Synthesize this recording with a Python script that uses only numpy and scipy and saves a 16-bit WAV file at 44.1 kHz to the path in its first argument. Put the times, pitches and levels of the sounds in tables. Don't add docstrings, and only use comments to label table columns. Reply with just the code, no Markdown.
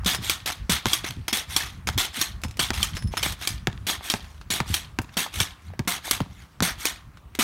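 import sys
import numpy as np
from scipy import signal
from scipy.fft import rfft, irfft
from scipy.io import wavfile
from scipy.ndimage import uniform_filter1d

SR = 44100
rng = np.random.default_rng(int(sys.argv[2]) if len(sys.argv) > 2 else 0)


def unload_wav(signal):
    wavfile.write(
        sys.argv[1],
        SR,
        np.round(np.clip(np.atleast_2d(signal).T, -1, 1) * 32767).astype(np.int16),
    )


N = 327663

# (time [s], level [dB])
STREET_LEVELS = [(0, -55), (3.4, -57.5), (5.8, -58.5), (7.43, -62)]
# (frequency [Hz], level [dB])
DISTANT_TONE = [(150, -43), (250, -39), (528, -10.5), (845, -7), (938, -6), (1200, -3.5), (1350, -5),
                (1880, -10), (11700, -27), (16000, -61)]
# (time [s], level [dB])
WIND_LEVELS = [(0.0, -30.5), (0.27, -40.5), (1.03, -38.5), (1.36, -53), (1.61, -42.5), (1.86, -23.5),
               (2.13, -50), (2.29, -49.5), (2.54, -36), (2.96, -30.5), (3.35, -38.5), (3.72, -39),
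               (4.1, -48.5), (4.45, -42.5), (4.95, -43), (5.6, -42), (6.56, -45.5), (6.73, -35.5),
               (6.87, -47.5), (7.43, -46.5)]
# (frequency [Hz], level [dB])
WIND_TONE = [(15, -66), (30, -18), (50, -0.5), (75, 0), (120, -7), (200, -13.5), (280, -27.5), (600, -46),
             (1200, -93)]
# (time [s], level [dB], base pitch [Hz])
PUFFS = [(0.037, -29, 82), (0.183, -29.5, 152), (0.594, -32.5, 57), (1.094, -33, 103), (1.165, -29, 135),
         (1.199, -31.5, 107), (1.769, -38, 90), (1.95, -22.5, 79), (2.17, -34, 166), (2.336, -29.5, 65),
         (2.934, -25, 69.6), (3.038, -17.5, 83), (3.275, -36, 73.5), (3.5, -30.5, 108), (3.538, -30, 78.5),
         (4.696, -21, 112), (7.068, -38.5, 71.6), (7.249, -40, 66.6)]
# (delay [s], base level [dB])
WALL_ECHOES = [(.019, -25), (0.057, -14), (0.105, -20)]
# (time [s], base level [dB], pitch [Hz])
SMALL_KNOCKS = [(0.035, -19, 1070), (0.047, -13.5, 3620), (0.147, -0.5, 3200), (0.182, -22, 1880),
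                (0.461, -5, 4500), (0.476, -4, 3580), (0.721, 1.5, 3270), (1.042, -8.5, 330),
                (1.305, -31, 3570), (1.372, -4.5, 4900), (1.622, -34, 2040), (1.872, 1, 2180),
                (2.156, -36, 3090), (2.417, -25, 3720), (2.436, -3.5, 2400), (2.483, -23, 3000),
                (2.51, -19, 2500), (2.571, -16, 2960), (2.626, -9, 3600), (2.803, -11, 1080),
                (2.94, -21, 1900), (2.968, -5, 1840), (3.024, -16, 1900), (2.991, -36, 3000),
                (3.073, -28, 3800), (3.157, -24, 2500), (3.138, -5.5, 770), (3.323, -10, 3760),
                (3.899, -2, 2520), (4.009, -15.5, 860), (4.413, -18, 1460), (5.017, -21, 520),
                (5.017, -22, 9500), (5.09, -27, 1270), (5.263, -7, 877), (5.34, -13.5, 3440),
                (5.703, -24, 850), (5.736, -17.5, 653), (6.079, -10, 795), (7.172, -22, 1330),
                (7.351, -21.5, 350)]
# (time [s], base slap level [dB], boom level [dB], final boom pitch [Hz],
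# base level of the sharp edge [dB re slap], hollow ring pitch [Hz], ring level [dB re slap])
BALL_BOUNCES = [(.857, -12, -20, 95.4, 1.5, 940, -1.5), (1.889, -17, -26.5, 73, -1.5, 1040, -8),
                (2.448, -25, -23, 70, -29, 1640, -19), (2.705, -14, -25.5, 90, -3, 1340, -5),
                (3.262, -15, -37, 78, -16, 820, -0.5), (3.6716, -13, -19, 99.7, -3.5, 1650, -20),
                (4.139, -14, -30.5, 84.3, -3, 913, -0.5), (4.603, -11.5, -22.5, 85.6, -9.5, 1240, -28),
                (4.988, -12.5, -20, 84.6, -11.5, 1530, -18), (5.403, -15, -19.5, 84, -5, 1780, -13),
                (5.793, -17.5, -20, 84.5, -12.5, 1618, -3), (6.204, -18.5, -17.5, 97, -27, 970, -2),
                (6.605, -19, -21, 72, -0.5, 1334, 2)]
# (pitch [Hz], level [dB], base fade time [s])
SKIN_NOTES = [(245, 4.5, 0.027), (372, -4, 0.046), (865, -1.5, 0.016), (1760, -11, 0.0063)]
# (time [s], base level [dB], wait before fading [s], fade time [s])
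SECOND_RATTLES = [(0.459, -24.5, 0.041, 0.17), (0.864, -26.5, 0.0023, 0.12), (1.042, -29, 0.022, 0.23),
                  (1.281, -17, 0.0018, 0.054), (1.303, -29.5, 0.0024, 0.056), (1.602, -26, 0.0066, 0.29),
                  (1.871, -28.5, 0.0028, 0.21), (2.733, -29, 0.0018, 0.31), (2.95, -35.5, 0.029, 0.1),
                  (3.11, -42.5, 0.021, 0.6), (3.17, -24.5, 0.0018, 0.15), (3.413, -26.5, 0.011, 0.17),
                  (4.15, -50, 0.0018, 0.13), (4.225, -50.5, 0.0087, 0.82), (5.12, -49.5, 0.024, 0.19),
                  (5.62, -52, 0.074, 0.097), (6.3, -49.5, 0.11, 0.3), (7.35, -34.5, 0.0045, 0.067)]
# (pitch [Hz], width [Hz], level [dB])
SECOND_TUBE = [(2120, 140, 14), (3200, 130, -10), (6360, 1100, 7), (8050, 300, -3), (9300, 1600, 5)]
# (time [s], level [dB], fade time multiplier)
STEEL_PINGS = [(.147, -31, 0.42), (.297, -41, .7), (.46, -40, .8), (1.281, -37, .6), (1.885, -40, .4),
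               (2.437, -45, .9), (2.741, -34, 0.5), (2.968, -42, 1.), (3.023, -44, 0.8), (3.073, -47, 0.6),
               (3.175, -25, 0.35)]
# (pitch [Hz], level [dB], base fade time [s])
STEEL_NOTES = [(1870, -5, .13), (5250, 0, 0.27), (9950, -5, 0.22)]
# (frequency [Hz], level [dB])
SCRAPE_TONE = [(180, -11.5), (300, -6), (565, -16), (713, -4), (2700, -7), (3290, -4), (7570, -22.5),
               (12900, -10.5), (16000, -24)]
# (pitch [Hz], width [Hz], level [dB])
MAIN_TUBE = [(2180, 470, -2), (3740, 1100, -1.5), (5630, 230, 0), (6340, 740, 0.5), (8250, 930, 0.5),
             (9610, 100, 6), (11180, 310, -1.5), (12670, 99, -12.5)]
# (pitch [Hz], width [Hz], level [dB])
TUBE_HOWL = [(2180, 250, -6.5), (3415, 410, 2)]
# (time [s], base level [dB], thud [dB re base], upward scrape level [dB],
# clank [dB re base], thud pitch [Hz], clank pitch [Hz], howl [dB re scrape])
TIP_LANDINGS = [(0.0599, -10.5, -5.5, -33, -10.5, 168.4, 3600, -5),
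                (0.6952, -11, -1, -32, -4.5, 168.4, 3250, -5),
                (1.327, -13, -10, -36.5, -3.5, 205, 3250, -5.5),
                (1.976, -11, -17, -32.5, -6, 247, 3380, -4.5),
                (2.5926, -14.5, -9.5, -37, 2, 142, 3200, -2.5),
                (3.2274, -13.5, -25, -42, -3, 167, 3340, -7),
                (3.867, -13.5, -15.5, -35.5, -11, 176, 2785, -6.5),
                (4.5031, -13, -10.5, -38, -5, 173, 4030, -10),
                (5.1688, -12.5, -7.5, -34, -5, 172, 3000, -22),
                (5.8745, -10.5, -8.5, -35, -9, 176, 2750, -23),
                (6.623, -10.5, -1.5, -36.5, -5, 169, 4000, -15),
                (7.389, -8.5, -6.5, -29, -14, 217, 2440, -23)]
# (multiple of the thud pitch, level [dB], fade time [s])
TIP_NOTES = [(1, -3, 0.094), (1.8, -11.5, 0.059), (4.2, -11, 0.0086)]
# (time [s], base crack level [dB], jangle level [dB],
# clank [dB re crack], clank pitch [Hz])
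STOP_CLACKS = [(0.2961, -17, -20, 4, 3240), (0.9319, -20, -21.5, 11, 3400),
               (1.5636, -21.5, -20, 11.5, 3380), (2.213, -15.5, -19.5, -2, 3740),
               (2.8286, -20.5, -23, 11, 3180), (3.473, -20, -23.5, 7, 3110),
               (4.0995, -23, -22.5, 12.5, 3200), (4.7409, -18, -21, 3.5, 3320),
               (5.4015, -20, -20.5, 7.5, 3270), (6.11, -9, -20, -5, 3010), (6.8534, -13.5, -19, -31, 3360)]
# (pitch [Hz], level [dB], base fade time [s])
FRAME_NOTES = [(1140, -20.5, 0.081), (2385, -7, 0.029), (3420, 4, 0.018), (4460, -1, 0.016),
               (5310, -5.5, 0.024), (5870, 0.5, 0.0095), (7100, -5.5, 0.014), (7800, -13, 0.06),
               (9200, -11.5, 0.022)]
# (pitch [Hz], level [dB re jangle], base fade time [s])
FOOTREST_NOTES = [(324, -10.5, 0.054)]
# (pitch [Hz], level [dB re jangle], base fade time [s])
SPRING_NOTES = [(1050, -35.5, 1), (1835, -22, 0.42)]

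SQUEEZE_S, LONGEST_UP_S = 0.14, 0.15
BITE_S, SCRAPE_DB = 0.0012, -12


def amp(db):
    return 10 ** (np.asarray(db) / 20)


def evened(x):
    return x / np.sqrt(np.mean(x ** 2) + 1e-20)


def add(mix, s, sound):
    part = mix[round(s * SR):][:len(sound)]
    part += sound[:len(part)]


def curve(rows):
    s, db = np.transpose(rows)
    return amp(np.interp(np.arange(N) / SR, s, db))


def shaped(x, tone):
    points_hz, db = np.transpose(tone)
    hz = np.fft.rfftfreq(len(x), 1 / SR)
    gain = amp(np.interp(np.log(hz + 1), np.log(points_hz + 1), db))
    return irfft(rfft(x) * gain, len(x))


def noise(tone, length=N):
    return shaped(rng.standard_normal(length), tone)


def wobble(length, smooth):
    return evened(uniform_filter1d(rng.standard_normal(length), smooth))


def patchy(x, db, bins, frames):
    spectrum = signal.stft(x, nperseg=256)[2]
    patches = rng.standard_normal(spectrum.T.shape).T
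    patches = evened(uniform_filter1d(uniform_filter1d(patches, bins, 0), frames, 1))
    return evened(signal.istft(spectrum * amp(db * patches), nperseg=256)[1][:N])


def ring(x, peaks):
    return sum(amp(db) * signal.lfilter(*signal.iirpeak(hz, hz / width, SR), x) for hz, width, db in peaks)


def struck(notes, detune, stretch=0.95):
    t, luck = np.arange(SR // 2) / SR, rng.standard_normal((len(notes), 2))
    return sum(amp(db + 2 * a - 60 * t / (t60 * stretch)) * np.sin(2 * np.pi * hz * (1 + detune * b) * t)
               for (hz, db, t60), (a, b) in zip(notes, luck))


def snap(hz, cycles):
    t = np.arange(-40, 200) / SR
    return np.cos(2 * np.pi * hz * t) * np.exp(-(t * hz / cycles * np.where(t < 0, 2, 1)) ** 2)


def boom(hz, swell_s, uneven, squeeze, sag_s):
    t = np.arange(SR // 6) / SR
    pitch = hz * (1 + squeeze * np.exp(-t / sag_s) + uneven * wobble(len(t), 250))
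    phase = 2 * np.pi * np.cumsum(pitch) / SR
    wave = np.sin(phase) + 0.3 * np.sin(2 * phase + 1)
    return wave * t / swell_s * np.exp(1 - t / swell_s)


def street():
    wash = patchy(noise(DISTANT_TONE), db=3, bins=8, frames=24) * curve(STREET_LEVELS)
    hiss = amp(-61) * evened(noise([(300, 12.5), (3000, -32), (15000, -12)]))
    return wash + hiss


def wind():
    lumps = evened(uniform_filter1d(wobble(N, 1500), 1500))
    out = evened(noise(WIND_TONE) * amp(5.2 * lumps)) * curve(WIND_LEVELS)
    for s, db, hz in PUFFS:
        add(out, s, amp(db) * boom(0.65 * hz, swell_s=0.014, uneven=0.58, squeeze=0.907, sag_s=0.0196))
    return out


def far_houses(hits, rise_s=0.026, t60=0.99):
    t = np.arange(SR) / SR
    linger = ((1 - np.exp(-t / rise_s)) * amp(-60 * t / t60)) ** 2
    power = abs(signal.fftconvolve(shaped(hits, DISTANT_TONE) ** 2, linger / linger.sum())[:N])
    return amp(-15) * np.sqrt(power) * evened(noise(DISTANT_TONE))


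def yard(hits, tail_t60=0.24, smear_t60=0.0062):
    t = np.arange(SR // 3) / SR
    scatter = rng.standard_normal(len(t)) * (rng.random(len(t)) < 0.05)
    scatter *= amp(-60 * t / tail_t60) * (t > 0.004)
    echoes = amp(-12) * scatter / np.linalg.norm(scatter)
    for s, db in WALL_ECHOES:
        add(echoes, s, amp(db - 60 * t[:800] / smear_t60) * rng.standard_normal(800) / 6)
    return shaped(signal.fftconvolve(hits, echoes)[:N], [(150, -9), (800, -4.5), (4000, -7), (14000, -13)])


def ticks(grit_per_s=12, grit_db=-51):
    out, t = np.zeros(N), np.arange(1500) / SR
    fade = amp(-60 * t / 0.02) + amp(-3 - 60 * t / 0.085)
    luck = rng.random((round(grit_per_s * N / SR), 3))
    stray = [(when * N / SR, grit_db + 10 * size, 900 * 5 ** pitch) for when, size, pitch in luck]
    for s, db, hz in SMALL_KNOCKS + stray:
        add(out, s, amp(db - 16.5) * snap(hz, cycles=1.37))
        puff = noise([(hz / 4, -3), (hz, 0), (hz * 3, -5), (hz * 12, -30)], len(t))
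        add(out, s, amp(db - 18) * fade * puff)
    return out


def ball():
    out, t = np.zeros(N), np.arange(SR // 3) / SR
    edge = 0.16 * snap(2100, cycles=1) + 4.1 * snap(4700, cycles=0.58)
    slap_fade = amp(-60 * t / 0.014) + amp(-9.5 - 60 * t / 0.052)
    for s, db, boom_db, hz, edge_db, hollow_hz, hollow_db in BALL_BOUNCES:
        add(out, s, amp(db + hollow_db) * struck([(hollow_hz, 0, 0.014)], detune=0.014))
        add(out, s - 30 / SR, amp(db + edge_db) * edge)
        slap = noise([(300, -0.5), (1500, 13.5), (4000, -1.5), (12000, -14.5)], len(t))
        add(out, s, amp(db - 7) * slap_fade * slap)
        add(out, s, amp(db - 13.5) * struck(SKIN_NOTES, detune=0.089))
        dull_tail = evened(noise([(150, 4), (350, -8.5), (900, -3.5), (2500, -42)], len(t)))
        add(out, s, amp(db - 10.5 - 60 * t / 0.068) * dull_tail)
        air = boom(hz, swell_s=0.0068, uneven=0.27, squeeze=2.6, sag_s=0.006)
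        add(out, s + 0.001, -amp(boom_db) * air)
    return out


def rubbing(per_s, spread_db):
    sizes = amp(spread_db * np.minimum(rng.exponential(1, N), 5))
    bumps = sizes * (rng.random(N) < per_s / SR)
    clumps = amp(2.2 * wobble(N, 150))
    return evened(bumps * rng.choice([-1., 1.], N) * clumps)


def coils(count=30, per_s=700, low_hz=1200, high_hz=8500, t60=0.042):
    out, t = np.zeros(N), np.arange(2500) / SR
    catches = amp(4 * np.minimum(rng.exponential(1, N), 3)) * (rng.random(N) < per_s / SR)
    which = rng.integers(0, count, N)
    for coil, hz in enumerate(np.geomspace(low_hz, high_hz, count)):
        slide = t * (1 + 0.1 * rng.uniform(-0.77, 1) * t / t60)
        ping = amp(-60 * t / t60) * np.sin(2 * np.pi * hz * slide)
        out += signal.oaconvolve(catches * (which == coil), ping)[:N]
    return evened(out)


def sliding(tube, ring_db, per_s, spread_db):
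    rub = rubbing(per_s, spread_db)
    sound = evened(shaped(rub, SCRAPE_TONE)) + amp(ring_db) * evened(ring(rub, tube)) + amp(-2) * coils()
    sound = patchy(sound, db=2, bins=3, frames=6)
    low, below_high = (signal.sosfiltfilt(signal.butter(3, hz, fs=SR, output="sos"), sound)
                       for hz in (2000, 7000))
    return low, below_high - low, sound - below_high


def second_stick(chatter_db=2.5, chatter_s=0.0055):
    low, middle, high = sliding(SECOND_TUBE, ring_db=-6, per_s=8000, spread_db=3.7)
    gain, t = np.zeros(N), np.arange(SR // 2) / SR
    for s, db, wait, t60 in SECOND_RATTLES:
        swell = np.minimum(0.48 + 0.3 * t / wait, 1)
        add(gain, s, swell * amp(db - 60 * np.maximum(t - wait, 0) / t60))
    out = (amp(-2) * low + middle + amp(-6) * high) * gain
    out *= amp(chatter_db * wobble(N, round(chatter_s * SR)))
    for s, db, stretch in STEEL_PINGS:
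        buzz = 1 + 0.55 * wobble(len(t), 70)
        add(out, s, amp(db) * buzz * struck(STEEL_NOTES, detune=0.004, stretch=stretch))
    return out


def onset(length, rise_s):
    return 1 - np.exp(-(np.arange(length) / SR / rise_s) ** 2)


def strokes(power):
    stops = [row[0] for row in STOP_CLACKS] + [N / SR + 1]
    for (s, db, _, up_db, *_), stop in zip(TIP_LANDINGS, stops):
        length_s = min(stop - s, SQUEEZE_S + LONGEST_UP_S)
        t = np.arange(round(length_s * SR)) / SR
        down = np.cos(np.pi / 2 * np.minimum(t / SQUEEZE_S, 1))
        up = np.sin(np.pi / 2 * np.clip((t - SQUEEZE_S) / (0.6 * (length_s - SQUEEZE_S)), 0, 1))
        yield amp(db + SCRAPE_DB) * onset(len(t), BITE_S) * down ** power + amp(up_db) * up ** power


def shaft_and_spring(base_t60=0.23):
    out, t = np.zeros(N), np.arange(SR // 2) / SR
    bands = sliding(MAIN_TUBE, ring_db=-2, per_s=7000, spread_db=1.5)
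    powers, dampings = (1.6, 2.1, 2.7), (0.8, 1.05, 1.3)
    scrape_trim_db, jangle_trim_db = (-0.5, 0, 0), (-5.2, 0, 0)
    for k, band in enumerate(bands):
        gain = np.zeros(N)
        for (s, *_), volume in zip(TIP_LANDINGS, strokes(powers[k])):
            add(gain, s, amp(scrape_trim_db[k]) * volume)
        for s, _, db, *_ in STOP_CLACKS:
            add(gain, s, amp(db + jangle_trim_db[k] - 60 * dampings[k] * t / base_t60))
        out += band * gain
    return out


def tube_howl():
    howl = patchy(ring(rubbing(per_s=2500, spread_db=2.5), TUBE_HOWL), db=2.5, bins=3, frames=6)
    gain = np.zeros(N)
    for (s, *_, howl_db), volume in zip(TIP_LANDINGS, strokes(power=2)):
        add(gain, s, amp(howl_db) * volume)
    return howl * gain


def frame_notes(main_hz):
    return [(main_hz if k == 2 else hz, *rest) for k, (hz, *rest) in enumerate(FRAME_NOTES)]


def shaken_frame(hz, per_s=2700, t60=0.052):
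    t = np.arange(SR // 10) / SR
    chance, size = rng.random((len(t), 2)).T
    blows = (chance < per_s / SR) * (2 * size - 1)
    blows *= amp(-60 * t / t60) * (1 - np.exp(-t / BITE_S))
    one_blow = struck(frame_notes(hz), detune=0.028, stretch=0.61)
    return signal.fftconvolve(blows / (np.linalg.norm(blows) + 1e-9), one_blow)


def end_stop():
    out, t = np.zeros(N), np.arange(SR // 2) / SR
    rise = onset(len(t), 0.001)
    for s, db, jangle_db, clank_db, hz in STOP_CLACKS:
        add(out, s, amp(jangle_db) * struck(FOOTREST_NOTES + SPRING_NOTES, detune=0.0271))
        crack = rng.standard_normal(len(t)) * (amp(3.5 - 60 * t / 0.019) + amp(-23.5 - 60 * t / 0.041))
        clank = amp(clank_db) * struck(frame_notes(hz), detune=0.023)
        add(out, s, amp(db) * rise * (clank + crack))
    return out


def thud(hz, squash=0.87, squash_s=0.003):
    t = np.arange(SR // 5) / SR
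    sag = t + squash * squash_s * (1 - np.exp(-t / squash_s))
    return -sum(amp(db - 60 * t / t60) * np.sin(2 * np.pi * k * hz * sag) for k, db, t60 in TIP_NOTES)


def landings():
    out, t = np.zeros(N), np.arange(SR // 2) / SR
    smack_volume = amp(-19.5 - 60 * t / 0.19) * onset(len(t), BITE_S)
    for s, db, thud_db, _, clank_db, thud_hz, clank_hz, _ in TIP_LANDINGS:
        add(out, s, amp(db + thud_db) * thud(thud_hz))
        add(out, s, amp(db) * smack_volume * rng.standard_normal(len(t)))
        add(out, s, amp(db + clank_db) * shaken_frame(clank_hz))
    return out


def scene():
    main_stick = shaft_and_spring() + tube_howl() + landings() + end_stop()
    hits = main_stick + second_stick() + ball() + ticks()
    return (hits + yard(hits) + far_houses(hits) + wind() + street())[None]


def record(dry, low_hz=31.7, high_hz=15900):
    thinned = signal.sosfilt(signal.butter(2, low_hz, "high", fs=SR, output="sos"), dry)
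    rounded = 0.75 * np.tanh(thinned / 0.75)
    treble_cut = signal.firwin(511, high_hz, window=("kaiser", 9), fs=SR)
    return signal.oaconvolve(rounded, treble_cut[None], "same")


dry = scene()
out = record(dry)
unload_wav(out)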